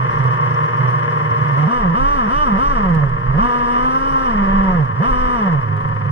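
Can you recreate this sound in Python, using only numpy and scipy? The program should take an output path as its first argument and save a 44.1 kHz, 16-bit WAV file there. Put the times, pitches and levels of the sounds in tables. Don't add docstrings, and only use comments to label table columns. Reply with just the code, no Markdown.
import sys
import numpy as np
from scipy import signal
from scipy.fft import rfft, irfft, next_fast_len
from scipy.io import wavfile
from scipy.ndimage import uniform_filter1d, map_coordinates

SR = 44100
rng = np.random.default_rng(int(sys.argv[2]) if len(sys.argv) > 2 else 0)


def waveform_to_disk(signal):
    frames = np.transpose(np.atleast_2d(signal))
    scaled = np.clip(frames, -1, 1) * 32767
    samples = np.round(scaled).astype(np.int16)
    wavfile.write(sys.argv[1], SR, samples)


N = 269451

# t/s, speed/(rev/s)
BASE_SPEED = [(0, 128), (.1, 118), (.18, 115), (.21, 128), (.28, 128), (.36, 121), (.5, 123), (.65, 115),
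              (.78, 119), (.84, 129), (.92, 122), (1.28, 114), (1.42, 120), (1.53, 120), (1.6, 147),
              (1.67, 152), (1.915, 163), (2.26, 189), (2.55, 188), (2.82, 196), (2.92, 166), (3.04, 139),
              (3.15, 113), (3.25, 122), (3.352, 138), (3.372, 160), (3.407, 217), (3.432, 240), (3.48, 247),
              (3.52, 243), (3.61, 244), (3.67, 240), (3.7, 244), (3.77, 244), (3.83, 254), (3.91, 258),
              (3.97, 266), (4.04, 269), (4.085, 274), (4.13, 269), (4.2, 267), (4.245, 263), (4.35, 209),
              (4.4, 199), (4.5, 192), (4.59, 197), (4.68, 188), (4.745, 178), (4.8, 153), (4.88, 116),
              (4.95, 102), (5, 138), (5.03, 208), (5.052, 241), (5.088, 270), (5.122, 250), (5.22, 253),
              (5.338, 247), (5.453, 194), (5.56, 144), (5.61, 119), (5.7, 101), (5.85, 110), (6.11, 104)]
# opens/s, shuts/s, top speed/(rev/s), spin-up/s, run-down/s
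BLIPS = [(1.668, 1.765, 248, .015, .075), (1.94, 2.132, 287.5, .018, .095),
         (2.285, 2.418, 300.5, .028, .07), (2.572, 2.698, 286, .02, .074)]


def throttle(climb_hz_per_s=240, hold_s=.04, full_pull_hz_per_s=600, clutch_s=1.66, bite_s=.048):
    t = np.arange(N) / SR
    speed = base = timeline(BASE_SPEED)
    for opens, shuts, top, spin_up, run_down in BLIPS:
        rise = 1 - np.exp(-np.maximum(t - opens, 0) / spin_up)
        reach = top - climb_hz_per_s * np.maximum(shuts - hold_s - t, 0)
        fall = np.exp(-(np.maximum(t - shuts, 0) / run_down) ** 2)
        speed = speed + (reach - base) * rise * fall
    pull = uniform_filter1d(np.clip(np.gradient(speed) * SR / full_pull_hz_per_s, 0, 1), size=SR // 20)
    standing = np.clip(.5 + (clutch_s - t) / bite_s, 0, 1)
    return speed, pull, standing


# speed/(rev/s), clean share (0-1), waver (fraction of speed)
EVENNESS = [(105, .05, .018), (125, .1, .016), (150, .35, .009), (195, .55, .005), (250, .75, .003),
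            (290, .8, .0015)]


def crank(speed, kick=2.19):
    at_speed, clean, waver = np.transpose(EVENNESS)
    waver = np.interp(speed, at_speed, waver)
    speed = speed * (1 + waver * wobble(30))
    turns = np.cumsum(speed) / SR
    hard = hard_firings(turns)
    beats = np.interp(turns, hard, np.arange(len(hard)))
    speed = speed * (1 + kick * waver * (1 - 2 * (beats % 1)))
    return np.cumsum(speed) / SR, np.interp(speed, at_speed, clean), beats


def firings(turns, clean, scatter_db=1.3, jitter_s=.00009):
    at = crossings(turns)
    rough = 1 - clean[at.astype(int)]
    chance = rng.standard_normal((len(at), 2))
    sizes = amp(scatter_db * chance[:, 0]) * np.sqrt(np.gradient(at))
    return pulses(at + jitter_s * SR * rough ** 2 * chance[:, 1], sizes)


# speed/(rev/s), level/dB
SHAKE_LEVEL = [(100, -16), (118, -23), (126, -16.5), (135, -11.5), (150, -8.5), (175, -11), (198, -12),
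               (222, -19.5), (245, -23), (270, -25.5), (295, -31)]
# f/Hz, level/dB against the shake
KNOCK_COLOUR = [(280, -25.5), (380, -23), (480, -17.5), (560, -17.5), (640, -32.5), (735, -19), (810, -32),
                (950, -19), (1150, -22), (1350, -39), (1750, -23.5), (2050, -34), (2300, -56)]
# speed/(rev/s), level/dB
THUMP_LEVEL = [(104, -22), (118, -25), (138, -25), (190, -34.5), (245, -37.5), (268, -35.5), (300, -38.5)]
# f/Hz, level/dB
MOUNT_COLOUR = [(15, -73), (50, -40.5), (72, -24), (90, -9), (105, -4.5), (128, -1.5), (147, 12), (166, -3),
                (200, -13), (240, -14), (300, -20.5), (900, -120)]


def shake(state, turns, clean, beats, sputter_db=.5, thump_standing_db=1.5):
    speed, _, standing = state
    sway_db = along(SHAKE_LEVEL, speed) - 5 + sputter_db * wobble(14) * standing * (1 - clean) ** 2
    knock = np.zeros(N)
    for k in range(2, 13):
        overtone_db = along(KNOCK_COLOUR, k * speed) + 2.5 * wobble(25)
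        knock += amp(overtone_db) * np.sin(2 * np.pi * (k * turns + rng.random()))
    flutter_db = 1.1 * wobble(35) + clean * (2 * wobble(110) + 3 * clean * wobble(16))
    cycle = amp(flutter_db) * np.sin(2 * np.pi * turns) + np.minimum(2 * clean, 1) * knock
    blows = strokes(beats, scatter_db=1.5, jitter_s=.000088) + (1 + clean) * rng.standard_normal(N)
    thump_db = along(THUMP_LEVEL, speed) + thump_standing_db * standing
    motion = np.sqrt(2) * amp(sway_db) * cycle + amp(thump_db) * ring(blows, MOUNT_COLOUR)
    return stereo(motion, -equalise(motion, [(150, -32), (200, -18), (260, -3.5)]))


# t/s, level/dB
POPS = [(.208, -17), (.258, -17), (.291, -22), (.479, -21), (.52, -20), (.556, -21), (.812, -21),
        (.847, -17.5), (.895, -19), (1.32, -18.5), (1.43, -17), (3.127, -26), (4.959, -25), (5.628, -25),
        (5.783, -23), (5.901, -21), (5.971, -24), (6.063, -22)]


def pops(turns, width_s=.013):
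    t = np.arange(N) / SR
    swell = sum(amp(db) * np.exp(-((t - s) / width_s) ** 2) for s, db in POPS)
    return swell * np.sin(2 * np.pi * turns)


def hard_firings(turns, per_s=24, scatter=.16, lead_s=.012, apart_s=.026):
    popped = np.transpose(POPS)[0] - lead_s
    due = np.cumsum(np.abs(1 + scatter * rng.standard_normal(N // 1000))) / per_s
    due = due[np.abs(due[:, None] - popped).min(axis=1) > apart_s]
    return np.unique(np.round(np.interp(np.r_[0, due, popped] * SR, np.arange(N), turns)))


# speed/(rev/s), level/dB
BARK_LEVEL = [(105, -41), (140, -35.5), (195, -23), (222, -19), (243, -17.5), (268, -17), (300, -15.5)]
# f/Hz, level/dB
BARK_PUSH = [(200, -89), (380, -5.5), (490, 0), (570, 2), (660, 5), (730, 4), (810, -17.5), (960, 11),
             (1060, 6.5), (1150, 11), (1240, 10.5), (1350, 6.5), (1450, -0.5), (1600, -1), (1750, -1.5),
             (1870, -7), (1990, -4.5), (2180, -15), (2400, -38.5), (4300, -47.5), (7000, -110)]
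BARK_ROCK = [(150, -99), (380, -25), (570, -26.5), (730, -10), (860, -9.5), (930, -8), (1080, 2), (1180, 0),
             (1290, -4), (1450, -14.5), (1650, -30.5), (2050, -29), (2400, -34), (2900, -30.5),
             (3600, -46.5), (4300, -58.5), (7000, -110)]


def bark(fire, level_db, surge_db=2):
    fire = chassis(fire, travel_s=.004)
    push = ring(fire * amp(surge_db * wobble(45)), BARK_PUSH)
    rock = ring(fire * amp(surge_db * wobble(45)), BARK_ROCK)
    return amp(level_db) * stereo(amp(-9.5) * push, amp(-1) * rock)


# speed/(rev/s), level/dB
RATTLE_LEVEL = [(105, -24), (150, -23.5), (190, -20), (247, -21.5), (268, -23), (295, -24)]
# speed/(rev/s), swing/dB
CHUG_SWING = [(104, 3), (120, .8), (160, 0)]
# f/Hz, level/dB
CASE_PUSH = [(180, -59.5), (300, -20.5), (339, -9.5), (414, -1.5), (468, 1), (576, -11), (692, -11),
             (741, -11), (845, -20), (938, -1.5), (1110, 0.5), (1470, -10.5), (1800, -3.5), (2030, -16),
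             (2400, -54.5), (3120, -58), (5280, -120)]
CASE_ROCK = [(180, -43), (300, -36), (345, -27.5), (414, -25.5), (464, -27.5), (680, -27.5), (754, -18),
             (898, -24), (1090, -1), (1160, -13), (1290, -16.5), (1540, -26.5), (1800, -27), (2260, -34.5),
             (2400, -29), (3120, -45.5), (5280, -120)]
# speed/(rev/s), level/dB against the rattle
METAL_LEVEL = [(105, -27), (150, -24), (195, -25), (250, -25), (290, -28.5)]
# f/Hz, level/dB
METAL_COLOUR = [(1700, -51), (2100, 8.5), (2330, -11.5), (2650, -4.5), (2800, -10.5), (2970, 0), (3200, -9),
                (3500, -12), (3900, -49), (6000, -100)]


def rattle(state, turns, clean, beats, free_clutch_db=5, metal_standing_db=1.5):
    speed, _, standing = state
    top, bottom = [strokes(turns + part, scatter_db=1.9, jitter_s=.00008) for part in (0, .42)]
    slaps = unit(chassis(top + .75 * bottom, travel_s=.007))
    chatter = blend(slaps, clatter(turns, depth=.13, flutter_db=1), share=.85 * (1 - clean) ** 2)
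    push = amp(-7.5) * ring(chatter, CASE_PUSH)
    rock = amp(-1) * ring(chatter + .7 * clatter(turns), CASE_ROCK)
    metal = stereo(ring(chatter, METAL_COLOUR), ring(chatter + clatter(turns), METAL_COLOUR))
    metal_db = along(METAL_LEVEL, speed) + metal_standing_db * standing
    chug_db = along(CHUG_SWING, speed) * np.sin(2 * np.pi * beats)
    level_db = along(RATTLE_LEVEL, speed) + free_clutch_db * standing + chug_db
    return amp(level_db) * (stereo(push, rock) + amp(metal_db) * metal)


def clatter(turns, depth=.6, flutter_db=0):
    gate = np.exp(depth * np.cos(2 * np.pi * (turns - .1))) * amp(flutter_db * wobble(70))
    return unit(gate * rng.standard_normal(N))


# speed/(rev/s), level/dB
RASP_LEVEL = [(130, -64), (190, -51.5), (245, -44.5), (270, -47.5), (286, -43), (300, -39.5)]
# f/Hz, level/dB
RASP_COLOUR = [(1700, -41), (2170, 0), (2350, -9.5), (2650, -1.5), (2800, -4), (3000, 9.5), (3150, -3),
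               (3400, -6), (3700, -12), (4100, -30.5), (6000, -88.5)]


def rasp(state, fire, pull_db=4, flutter_db=1.4):
    speed, pull, _ = state
    fire = chassis(fire, travel_s=.004) * amp(flutter_db * wobble(60))
    level_db = along(RASP_LEVEL, speed) + pull_db * pull
    return amp(level_db) * ring(fire, RASP_COLOUR) * amp([[-3.5], [-1]])


# f/Hz, level/dB
FIZZ_COLOUR = [(3000, -45), (3700, 1), (4400, -2.5), (5000, 0), (5500, -2.5), (6100, -3), (6700, -13),
               (8000, -9.5), (9600, -6), (10200, -14), (10800, -34.5), (12600, -20), (15000, -37.5)]


def fizz(state, turns, clean, fire):
    def edge():
        gears = clatter(turns, depth=.15, flutter_db=2)
        return ring(blend(unit(fire), gears, share=clean ** 2), FIZZ_COLOUR)
    rock = equalise(edge(), [(3700, 2.5), (5500, 6.5), (7000, 3.5), (9000, -4)])
    level_db = follow(state, cruising=-58, per_octave=7, pulling=1, at_rest=5.5)
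    return amp(level_db) * stereo(edge(), rock)


def ping(state, clean, beats, wander_hz=190, width_hz=55, flutter_db=2.5, tap_depth=1.2):
    _, _, standing = state
    pitch_hz = follow(state, cruising=5510, per_octave=466, pulling=0, at_rest=460.5)
    phase = 2 * np.pi * np.cumsum(pitch_hz + wander_hz * clean * wobble(7.6)) / SR
    depth = tap_depth * standing
    gate = np.exp(depth * np.cos(2 * np.pi * beats)) / np.sqrt(np.i0(2 * depth))
    taps = rng.standard_normal((2, N)) * gate * amp(flutter_db * wobble(50))
    a, b = filtered(taps, lambda hz: 1 / (1 + 1j * hz / width_hz) / (1 + .25j * hz / width_hz))
    tone = unit(a * np.sin(phase) + b * np.cos(phase))
    level_db = follow(state, cruising=-63.5, per_octave=10, pulling=-.5, at_rest=5.5)
    return amp(level_db) * tone * np.array([[amp(7)], [-amp(-2.5)]])


def whine(turns, level_db, harmonic=34, width_hz=440, flicker_db=2.5):
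    a, b = filtered(rng.standard_normal((2, 2, N)), lambda hz: 1 / (1 + (hz / width_hz) ** 2))
    phase = 2 * np.pi * harmonic * turns
    band = unit(amp(flicker_db * wobble(25)) * (a * np.sin(phase) + b * np.cos(phase)))
    return equalise(amp(level_db) * band, [(7000, -23.5), (8200, 3), (9900, 2), (10800, -18.5)])


# t/s, level/dB
CLINKS = [(.1052, -45), (.1555, -46), (.1895, -40), (.3351, -47.5), (.5092, -42.5), (.5427, -38.5),
          (.5771, -46), (.6619, -43), (.6968, -50), (.707, -43), (.7467, -43.5), (.7716, -44),
          (.7891, -40.5), (1.1039, -42), (1.3084, -41.5), (1.4167, -42), (1.4835, -46)]
# f/Hz, level/dB, t60/s
STEEL_MODES = [(5050, -5.5, .025), (5440, -2, 0.034), (5630, -6, .03), (6000, -5.5, 0.022)]


def clinks(crack_db=-13, crack_t60=.015, lean_db=3):
    t = np.arange(SR // 10) / SR
    hits = np.zeros(N + SR)
    for s, db in CLINKS:
        steel = np.zeros(len(t))
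        for hz, mode_db, t60 in STEEL_MODES:
            decay = amp(mode_db + rng.normal(0, 2.2) - 60 * t / t60)
            steel += decay * np.sin(2 * np.pi * hz * rng.normal(1, .003) * t)
        crack = amp(crack_db - 60 * t / crack_t60) * rng.standard_normal(len(t))
        hits[round(s * SR):][:len(t)] += amp(db) * (steel + crack)
    return equalise(hits[:N], [(9500, -9), (11000, -28)]) * amp([[lean_db], [-lean_db]])


# t/s, level/dB
RUMBLE_LEVEL = [(0, -35.5), (.35, -43.5), (.65, -64.5), (1.3, -60.5), (1.7, -50), (2.1, -23.5),
                (2.9, -24.5), (3.5, -37.5), (4.6, -26.5), (4.95, -44), (5.3, -31), (5.75, -40), (6.11, -45)]
# t/s, level/dB
BUMPS = [(1.78, -21), (2.0, -18), (2.68, -17), (3.12, -29), (3.29, -16.5), (3.6, -29.5), (3.83, -26.5),
         (4.2, -26), (5.1, -15), (5.2, -19), (5.85, -33)]
# f/Hz, level/dB
TYRE_COLOUR = [(5, -34.5), (17, 0), (26, 7.5), (36, -1), (48, -9.5), (65, -11.5), (100, -23), (200, -23),
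               (400, -64.5), (1200, -120)]


def tyres(uneven_db=3.5, rise_s=.016, fade_s=.13):
    t = np.arange(N) / SR
    power = amp(timeline(RUMBLE_LEVEL) + uneven_db * wobble(11)) ** 2
    for s, db in BUMPS:
        swell = np.exp(-np.maximum((s - t) / rise_s, (t - s) / fade_s))
        power += (amp(db) * swell) ** 2
    push, rock = [ring(noise, TYRE_COLOUR) for noise in rng.standard_normal((2, N))]
    return np.sqrt(power) * stereo(push, amp(-15) * rock)


# t/s, level/dB
CLUNKS = [(2.311, -17), (3.035, -15.5)]


def clunks(t60=.021):
    t = np.arange(N) / SR
    jolts = sum(amp(db - 60 * np.abs(t - s) / t60) * (t >= s) for s, db in CLUNKS)
    body = ring(jolts * rng.standard_normal(N), CASE_PUSH)
    return body / np.abs(body).max() * jolts.max()


# t/s, level/dB
GRIT_HITS = [(0.2403, -45), (2.9482, -38.5), (3.093, -47.5), (5.7656, -47.5), (5.8098, -49), (5.8863, -47),
             (6.0457, -57)]


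def grit(t60=.028):
    t = np.arange(SR // 10) / SR
    hits = np.zeros((2, N + SR))
    for s, db in GRIT_HITS:
        crackle = amp(db + 3.5 - 60 * t / t60) * rng.standard_normal((2, len(t)))
        hits[:, round(s * SR):][:, :len(t)] += crackle
    shell = [(1000, -6), (3000, 7), (5600, -4.5), (7000, -4.5), (9800, -3.5), (11000, -33)]
    return equalise(hits[:, :N], shell)


def amp(db):
    return 10 ** (np.asarray(db) / 20)


def unit(x):
    return x / np.sqrt(np.mean(x ** 2) + 1e-20)


def blend(a, b, share):
    return np.sqrt(share) * a + np.sqrt(1 - share) * b


def along(points, hz):
    f, values = np.transpose(points)
    return np.interp(np.log(hz + 1), np.log(f + 1), values)


def timeline(points):
    return np.interp(np.arange(N) / SR, *np.transpose(points))


def follow(state, cruising, per_octave, pulling, at_rest, cruise_hz=250):
    speed, pull, standing = state
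    return cruising + per_octave * np.log2(speed / cruise_hz) + pulling * pull + at_rest * standing


def wobble(rate):
    return map_coordinates(rng.standard_normal(int(N * rate / SR) + 4), [np.arange(N) * rate / SR])


def crossings(count):
    return np.interp(np.arange(1, int(count[-1])), count, np.arange(N))


def pulses(at, sizes):
    taps = np.floor(at)[:, None].astype(int) + np.arange(-7, 9)
    offset = taps - at[:, None]
    shape = np.sinc(offset) * np.cos(np.pi * offset / 16) ** 2
    return np.bincount(np.clip(taps, 0, N).ravel(), (shape * sizes[:, None]).ravel(), N + 1)[:N]


def strokes(count, scatter_db, jitter_s):
    at = crossings(count)
    chance = rng.standard_normal((len(at), 2))
    sizes = amp(scatter_db * chance[:, 1]) * np.sqrt(np.gradient(at))
    return unit(pulses(at + jitter_s * SR * chance[:, 0], sizes))


def filtered(x, response):
    size = next_fast_len(N + SR // 2)
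    return irfft(rfft(x, size) * response(np.fft.rfftfreq(size, 1 / SR)), size)[..., :N]


def equalise(x, points):
    return filtered(x, lambda hz: amp(along(points, hz)))


def ring(x, colour, size=8192):
    cepstrum = irfft(np.log(amp(along(colour, np.fft.rfftfreq(size, 1 / SR)))))
    cepstrum[1:size // 2] *= 2
    cepstrum[size // 2 + 1:] = 0
    impulse = irfft(np.exp(rfft(cepstrum)))
    return unit(signal.fftconvolve(x, impulse)[:N])


def chassis(x, travel_s):
    return filtered(x, lambda hz: np.exp(-4j * np.pi * travel_s * np.sqrt(1000 * hz)))


def stereo(push, rock):
    rock = filtered(rock, lambda hz: -1j)
    return np.array([push + rock, push - rock])


def scene(bark_pull_db=1):
    state = speed, pull, _ = throttle()
    turns, clean, beats = crank(speed)
    fire = firings(turns, clean)
    bark_db = along(BARK_LEVEL, speed) + bark_pull_db * pull
    engine = shake(state, turns, clean, beats) + pops(turns) + bark(fire, bark_db)
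    engine += rasp(state, fire) + fizz(state, turns, clean, fire)
    drive_train = rattle(state, turns, clean, beats) + ping(state, clean, beats)
    drive_train += whine(turns, bark_db - 50) + clinks()
    return engine + drive_train + tyres() + grit() + clunks()


# f/Hz, left minus right level/dB
PORT_LEAN = [(30, -2), (70, -5), (150, -5), (200, -2), (255, 5.5), (340, 7), (480, 7), (700, -3),
             (1100, -0.5), (1700, 0.5), (2100, -6), (2900, -2.5), (4000, 2.5), (9000, 1.5)]


def record(dry, top_hz=15000):
    def colour(hz):
        lean = amp(along(PORT_LEAN, hz))
        return 2 * np.array([lean, np.ones_like(lean)]) / (1 + lean) * (hz < top_hz)
    return filtered(dry, colour)


dry = scene()
out = record(dry)
waveform_to_disk(out)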